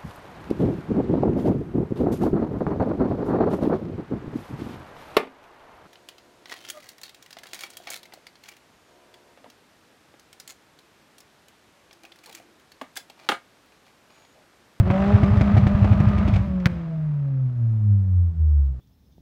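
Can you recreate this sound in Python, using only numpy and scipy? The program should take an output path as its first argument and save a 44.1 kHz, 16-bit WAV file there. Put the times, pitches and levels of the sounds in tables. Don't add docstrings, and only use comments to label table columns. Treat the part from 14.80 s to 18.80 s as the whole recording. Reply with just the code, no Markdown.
import sys
import numpy as np
from scipy import signal
from scipy.fft import rfft, irfft
from scipy.io import wavfile
from scipy.ndimage import uniform_filter1d

SR = 44100
rng = np.random.default_rng(int(sys.argv[2]) if len(sys.argv) > 2 else 0)


def dump(signal):
    limited = np.clip(np.atleast_2d(signal).T, -1, 1)
    pcm = np.round(limited * 32767).astype(np.int16)
    wavfile.write(sys.argv[1], SR, pcm)


N = 176400
T = np.arange(N) / SR

# time_s, firing_hz
THROTTLE_SPEED = [(0, 181), (.14, 188), (.31, 204), (.42, 200), (.52, 203), (.6, 200), (.73, 204.5),
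                  (.87, 200), (.95, 202.5), (1.44, 203), (1.6, 197), (1.75, 186)]
COAST_SPEED = [(2.0, 167.9), (2.36, 145.6), (2.9, 112.4), (3.5, 83.5), (3.71, 75.22), (4.0, 61.7)]
def engine():
    missing = np.minimum(sum(swell(crest - .004, .017) for crest, *_ in MISFIRE_THUMPS), 1)
    wobble = .0035 + .05 * uniform_filter1d(missing, round(.12 * SR))
    firing_hz = curve(THROTTLE_SPEED + COAST_SPEED) * (1 + wobble * drift(hz=40))
    firings = np.cumsum(firing_hz) / SR
    stutter = amp(-5 * missing)
    howl_gain = amp(-46 + WAVER_DB * drift(WAVER_HZ)) * swell(crest_s=2.15, length_s=.17)
    howl = howl_gain * np.sin(2 * np.pi * 4.11 * firings)
    return stutter * drone(firings) + lot_echoes(stutter * rasp(firings), wet_db=-5.5) + howl


# time_s, level_db
DRONE_LEVEL = [(0, -26), (.13, -20.5), (.28, -20), (.7, -20), (1.45, -21.5), (1.66, -26.5), (1.78, -23),
               (1.99, -31.5), (2.27, -23), (2.5, -23.5), (2.66, -20), (2.73, -27.5), (2.84, -18.5),
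               (3.0, -21), (3.12, -13.5), (3.26, -21), (3.39, -14.5), (3.49, -19.5), (3.545, -32.5),
               (3.61, -16), (3.8, -14.5), (3.9, -21.5), (4, -36.5)]
# time_s, second_db, third_db, fourth_db, fifth_db, sixth_db
OVERTONE_LEVELS = [(0, -55, -39, -50, -64, -70), (.09, -38, -44, -57, -51, -57),
                   (.15, -45.5, -27.5, -33, -47, -61), (.32, -32, -47, -42, -52, -48),
                   (.7, -46.5, -45.5, -55.5, -60.5, -44.5), (1.5, -61.5, -51.5, -56, -44, -43.5),
                   (1.76, -50.5, -43, -68.5, -67, -64), (2.0, -50, -50.5, -70, -58, -73),
                   (2.14, -54, -58, -54.5, -73.5, -67), (2.3, -58.5, -60.5, -59, -75, -71.5),
                   (2.55, -47.5, -60.5, -54, -77, -80), (2.8, -46, -56.5, -71.5, -58.5, -72),
                   (3.08, -36.5, -56, -65, -65, -64.5), (3.35, -39.5, -57.5, -67.5, -71, -73.5),
                   (3.65, -39, -57, -66, -61, -72.5), (4, -39.5, -62, -63.5, -70, -73)]
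WAVER_DB, WAVER_HZ = 2.5, 11
def drone(firings):
    tone = amp(curve(DRONE_LEVEL)) * np.sin(2 * np.pi * firings)
    for k in range(1, len(OVERTONE_LEVELS[0])):
        level_db = curve(OVERTONE_LEVELS, column=k) + WAVER_DB * drift(WAVER_HZ)
        tone += amp(level_db) * np.sin(2 * np.pi * ((k + 1) * firings + rng.random()))
    return np.sqrt(2) * tone


# strength_db, lateness_firings
CYLINDERS = [(-1.5, 0.0), (2.5, 0.065), (3.5, -.03), (-0.5, 0.05)]
# time_s, rasp_db, rush_db
EXHAUST_LEVELS = [(0, -67, -46.5), (.06, -42.5, -37.5), (.14, -41, -34.5), (.3, -35.5, -33),
                  (.45, -41, -34), (.9, -43.5, -37), (1.4, -42.5, -36), (1.58, -56, -39),
                  (1.67, -53.5, -52.5), (1.85, -49.5, -48), (2.15, -64.5, -53), (2.5, -75, -58),
                  (3.1, -72.5, -62), (3.5, -73.5, -67), (4, -66, -68)]
# frequency_hz, gain_db
RASP_SPECTRUM = [(150, -20.5), (300, 5), (470, 5.5), (590, 17), (780, -11.5), (1000, 1.5), (1300, -1.5),
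                 (1800, -16), (2600, -26.5), (4000, -22.5), (8000, -50.5)]
RUSH_SPECTRUM = [(100, -11.5), (300, -1.5), (480, -4), (640, 6), (950, -2), (1250, -0.5), (1550, -4.5),
                 (2400, -11.5), (3200, -18), (4300, -25), (6300, -34), (9000, -43), (11000, -59.5),
                 (16000, -51)]
def rasp(firings):
    index = firings.astype(int)
    count = index[-1] + 1
    pulse_spread_db, jitter, puff_spread = rng.standard_normal((count, 3)).T
    cylinder_db, lateness = np.array(CYLINDERS)[np.arange(count) % len(CYLINDERS)].T
    fire_s = np.interp(np.arange(count) + lateness, firings, T) + .00008 * jitter
    fire_samples = np.clip(fire_s * SR, 0, N - 1).astype(int)
    pulses = np.bincount(fire_samples, amp(cylinder_db + pulse_spread_db), N)
    puff_shape = .3 + np.exp(-(firings % 1) / .3)
    puffs = puff_shape * amp(cylinder_db + .5 * puff_spread)[index]
    buzz = amp(curve(EXHAUST_LEVELS, column=1)) * unit(colour(pulses, RASP_SPECTRUM))
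    rush = amp(curve(EXHAUST_LEVELS, column=2)) * unit(colour(puffs * noise(), RUSH_SPECTRUM))
    return buzz + rush


# crest_s, peak_db, length_s, pitch_hz
MISFIRE_THUMPS = [(.004, -4.5, 0.022, 106.4), (0.054, -15.5, 0.041, 89), (.108, -10.5, .014, 115),
                  (0.351, -2.5, 0.02, 102.5), (0.408, -42, .012, 90), (.436, -5, 0.011, 100.3),
                  (.516, -8.5, 0.013, 89), (.535, -6.5, 0.0094, 116), (0.579, -6, 0.015, 89),
                  (0.616, -6.5, 0.0096, 103), (0.749, -5, 0.017, 94.5), (0.778, -4, 0.015, 106),
                  (0.835, -8, .018, 107), (0.868, -5.5, 0.0084, 90), (0.952, -3.5, 0.0053, 85),
                  (1.029, -4.5, 0.016, 99.6), (1.059, -12, 0.019, 85), (1.121, -4.5, 0.021, 101.7),
                  (1.167, -14.5, 0.018, 86), (1.208, -5.5, 0.0097, 108), (1.277, -7, 0.022, 107),
                  (1.366, -11.5, 0.014, 92), (1.4, -10.5, 0.023, 81), (1.459, -10, 0.014, 81),
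                  (1.498, -9, 0.0083, 75), (1.544, -10.5, 0.035, 103), (1.566, -8.5, 0.0074, 97.6),
                  (1.596, -13, 0.0086, 87), (1.615, -13.5, 0.014, 100), (1.677, -19, 0.024, 84)]
# time_s, level_db
RUMBLE_LEVEL = [(0, -25.5), (.2, -24), (.32, -25), (.42, -24), (1, -23.5), (1.55, -25), (1.7, -27),
                (1.84, -41), (1.92, -29), (2.05, -41.5), (2.6, -47.5), (4, -55)]
# frequency_hz, gain_db
RUMBLE_SPECTRUM = [(20, -51.5), (32, -26), (48, -4.5), (70, 4), (110, -5.5), (150, -0.5), (200, -3.5),
                   (280, -16), (400, -27.5), (900, -67.5)]
def misfires():
    thumps, spit = np.zeros((2, N))
    for crest_s, peak_db, length_s, pitch_hz in MISFIRE_THUMPS:
        push = amp(peak_db) * swell(crest_s, length_s)
        thumps += push * np.cos(2 * np.pi * pitch_hz * (T - crest_s))
        spit += push
    hiss = amp(-30) * spit * colour(noise(), RUSH_SPECTRUM)
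    rumble = amp(curve(RUMBLE_LEVEL)) * unit(colour(noise(), RUMBLE_SPECTRUM))
    return thumps + hiss + rumble


# start_s, knock_db, body_db, snap_db
FUEL_CRACKS = [(0.101, -14.5, -19, -38.5), (0.43, -15.5, -26.5, -36), (.568, -32, -36.5, -44.5),
               (0.609, -19, -23, -33.5), (.746, -33, -36.5, -54.5), (0.765, -29.5, -24.5, -38),
               (.776, -24.5, -27.5, -43), (0.867, -16.5, -23.5, -38), (1.023, -36, -32.5, -48),
               (1.043, -21, -23, -39), (1.125, -21.5, -27, -44), (1.2, -19, -27, -42),
               (1.283, -34, -34.5, -43.5), (1.38, -25.5, -38.5, -41), (1.477, -17.5, -31, -34),
               (1.535, -36, -35, -37), (1.558, -28.5, -33, -36.5), (1.799, -55, -53.5, -52.5)]
# frequency_hz, gain_db
CRACK_SPECTRUM = [(60, -17.5), (150, 25), (290, 10), (450, 7.5), (700, 12), (1000, 3), (2200, -4.5),
                  (3200, -14), (5500, -41), (9000, -44), (16000, -48)]
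SNAP_SPECTRUM = [(300, -23), (1200, 1), (2300, 15), (3200, 5), (6000, -6), (9000, -18), (11000, -28.5),
                 (16000, -28.5)]
def fuel_cracks():
    rise_s, hold_s, fall_s = .002, .0069, .009
    knock_hz, knock_s, snaps_per_s = 265, .0055, 1800
    knock, body, snap, front = np.zeros((4, N))
    for start_s, knock_db, body_db, snap_db in FUEL_CRACKS:
        t = T - start_s
        burst = np.clip(t / rise_s, 0, 1) * np.exp(-np.maximum(t - hold_s, 0) / fall_s)
        ring = np.cos(2 * np.pi * knock_hz * (t - knock_s))
        knock += amp(knock_db) * swell(start_s + knock_s, knock_s) * ring
        body += amp(body_db) * burst
        snap += amp(snap_db) * burst
        front[round((start_s + rise_s) * SR)] = amp(body_db + 22)
    grain = unit(noise() * amp(.5 * drift(hz=500)))
    ticks = (rng.random(N) < snaps_per_s / SR) * rng.choice([-1, 1], N)
    clicks = unit(ticks * amp(4.5 * noise()))
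    return knock + colour(body * grain + front, CRACK_SPECTRUM) + colour(snap * clicks, SNAP_SPECTRUM)


# delay_s, gain_db
BLAST_ECHOES = [(.0035, -8), (.0118, -20), (.044, -33)]
# frequency_hz, gain_db
BLAST_SPECTRUM = [(60, -1.5), (400, 8), (900, -3), (1300, 9), (2200, 9.5), (3500, 4), (6000, -0.5),
                  (9000, -18.5), (16000, -7.5)]
FLAME_SPECTRUM = [(100, -13), (350, 7), (800, -3), (1300, 4), (2400, -6), (3500, -15.5), (7000, -28),
                  (15000, -38)]
def backfire():
    start_s, shock_s, spray_s, boom_hz = 1.858, .00012, .0015, 136
    t, lit = np.maximum(T - start_s, 0), T >= start_s
    shock = amp(-6) * (1 - t / shock_s) * np.exp(-t / shock_s)
    spray = amp(-21) * np.exp(-t / spray_s) * noise()
    blast = lit * (spray - shock)
    blast += sum(echo(blast, delay_s, gain_db) for delay_s, gain_db in BLAST_ECHOES)
    flame = amp(-24.5) * lit * swell(start_s + .0094, length_s=.01) * noise()
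    boom = -amp(-5) * swell(start_s + .0058, length_s=.0067) * np.sin(2 * np.pi * boom_hz * t)
    boom += echo(boom, delay_s=.0535, gain_db=-16)
    blast = lot_echoes(colour(blast, BLAST_SPECTRUM), wet_db=-36)
    flame = lot_echoes(colour(flame, FLAME_SPECTRUM), wet_db=-14)
    return blast + flame + boom


# frequency_hz, t60_s
LOT_DECAY = [(100, 0.34), (500, 0.46), (2000, .75), (5000, 1), (12000, .25)]
def lot_echoes(direct, wet_db):
    reflections = rng.choice([-1., 1.], SR) * (rng.random(SR) < 1 / 20) * (T[:SR] > .012)
    hz, t, bands = signal.stft(reflections, SR, nperseg=256)
    decay = amp(-60 * t / at_frequency(LOT_DECAY, hz)[:, None])
    tail = signal.istft(bands * decay, SR, nperseg=256)[1]
    return direct + amp(wet_db) * signal.fftconvolve(direct, tail / np.linalg.norm(tail))[:N]


# frequency_hz, gain_db
AIR_SPECTRUM = [(25, 9), (45, 15), (70, 11.5), (150, 0.5), (300, -1), (600, -8), (1200, -9.5),
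                (2000, -25.5), (4000, -24.5), (7000, -30), (10000, -35), (15000, -38.5)]
SNOW_SPECTRUM = [(500, -17), (2000, 0.5), (3500, 4), (6000, -12), (12000, -24.5)]
def surroundings():
    air = amp(-54 + .7 * drift(hz=4)) * unit(colour(noise(), AIR_SPECTRUM))
    scuff = amp(-73) * swell(crest_s=3.865, length_s=.035) * colour(noise(), SNOW_SPECTRUM)
    return air + scuff


def amp(db):
    return 10 ** (np.asarray(db) / 20)


def unit(x):
    return x / np.sqrt(np.mean(x ** 2) + 1e-20)


def noise():
    return rng.standard_normal(N)


def echo(x, delay_s, gain_db):
    return amp(gain_db) * np.roll(x, round(delay_s * SR))


def curve(rows, column=1):
    rows = np.array(rows)
    return np.interp(T, rows[:, 0], rows[:, column])


def at_frequency(points, hz):
    point_hz, values = np.transpose(points)
    return np.interp(np.log(hz + 1), np.log(point_hz), values)


def colour(x, spectrum, size=4096):
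    log_gain = np.log(amp(at_frequency(spectrum, abs(np.fft.fftfreq(size, 1 / SR)))))
    response = np.exp(np.conj(signal.hilbert(log_gain)))
    taps = np.fft.ifft(response).real[:size // 2]
    return signal.oaconvolve(x, taps / np.linalg.norm(taps))[:N]


def drift(hz):
    rolloff = np.exp(-(np.fft.rfftfreq(N, 1 / SR) / hz) ** 2)
    return unit(irfft(rfft(noise()) * rolloff, N))


def swell(crest_s, length_s):
    return .5 ** np.minimum((2 * (T - crest_s) / length_s) ** 2, 100)


def scene():
    car = engine() + misfires() + lot_echoes(fuel_cracks(), wet_db=-12.5) + backfire()
    return (car + surroundings())[None]


def record(dry):
    low_cut_hz, band_limit_hz = 36, 15800
    low_cut = signal.butter(2, low_cut_hz, "high", fs=SR, output="sos")
    band_limit = signal.firwin(511, band_limit_hz, window=("kaiser", 9), fs=SR)
    return signal.oaconvolve(signal.sosfiltfilt(low_cut, dry), band_limit[None], "same")


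dry = scene()
out = record(dry)
dump(out)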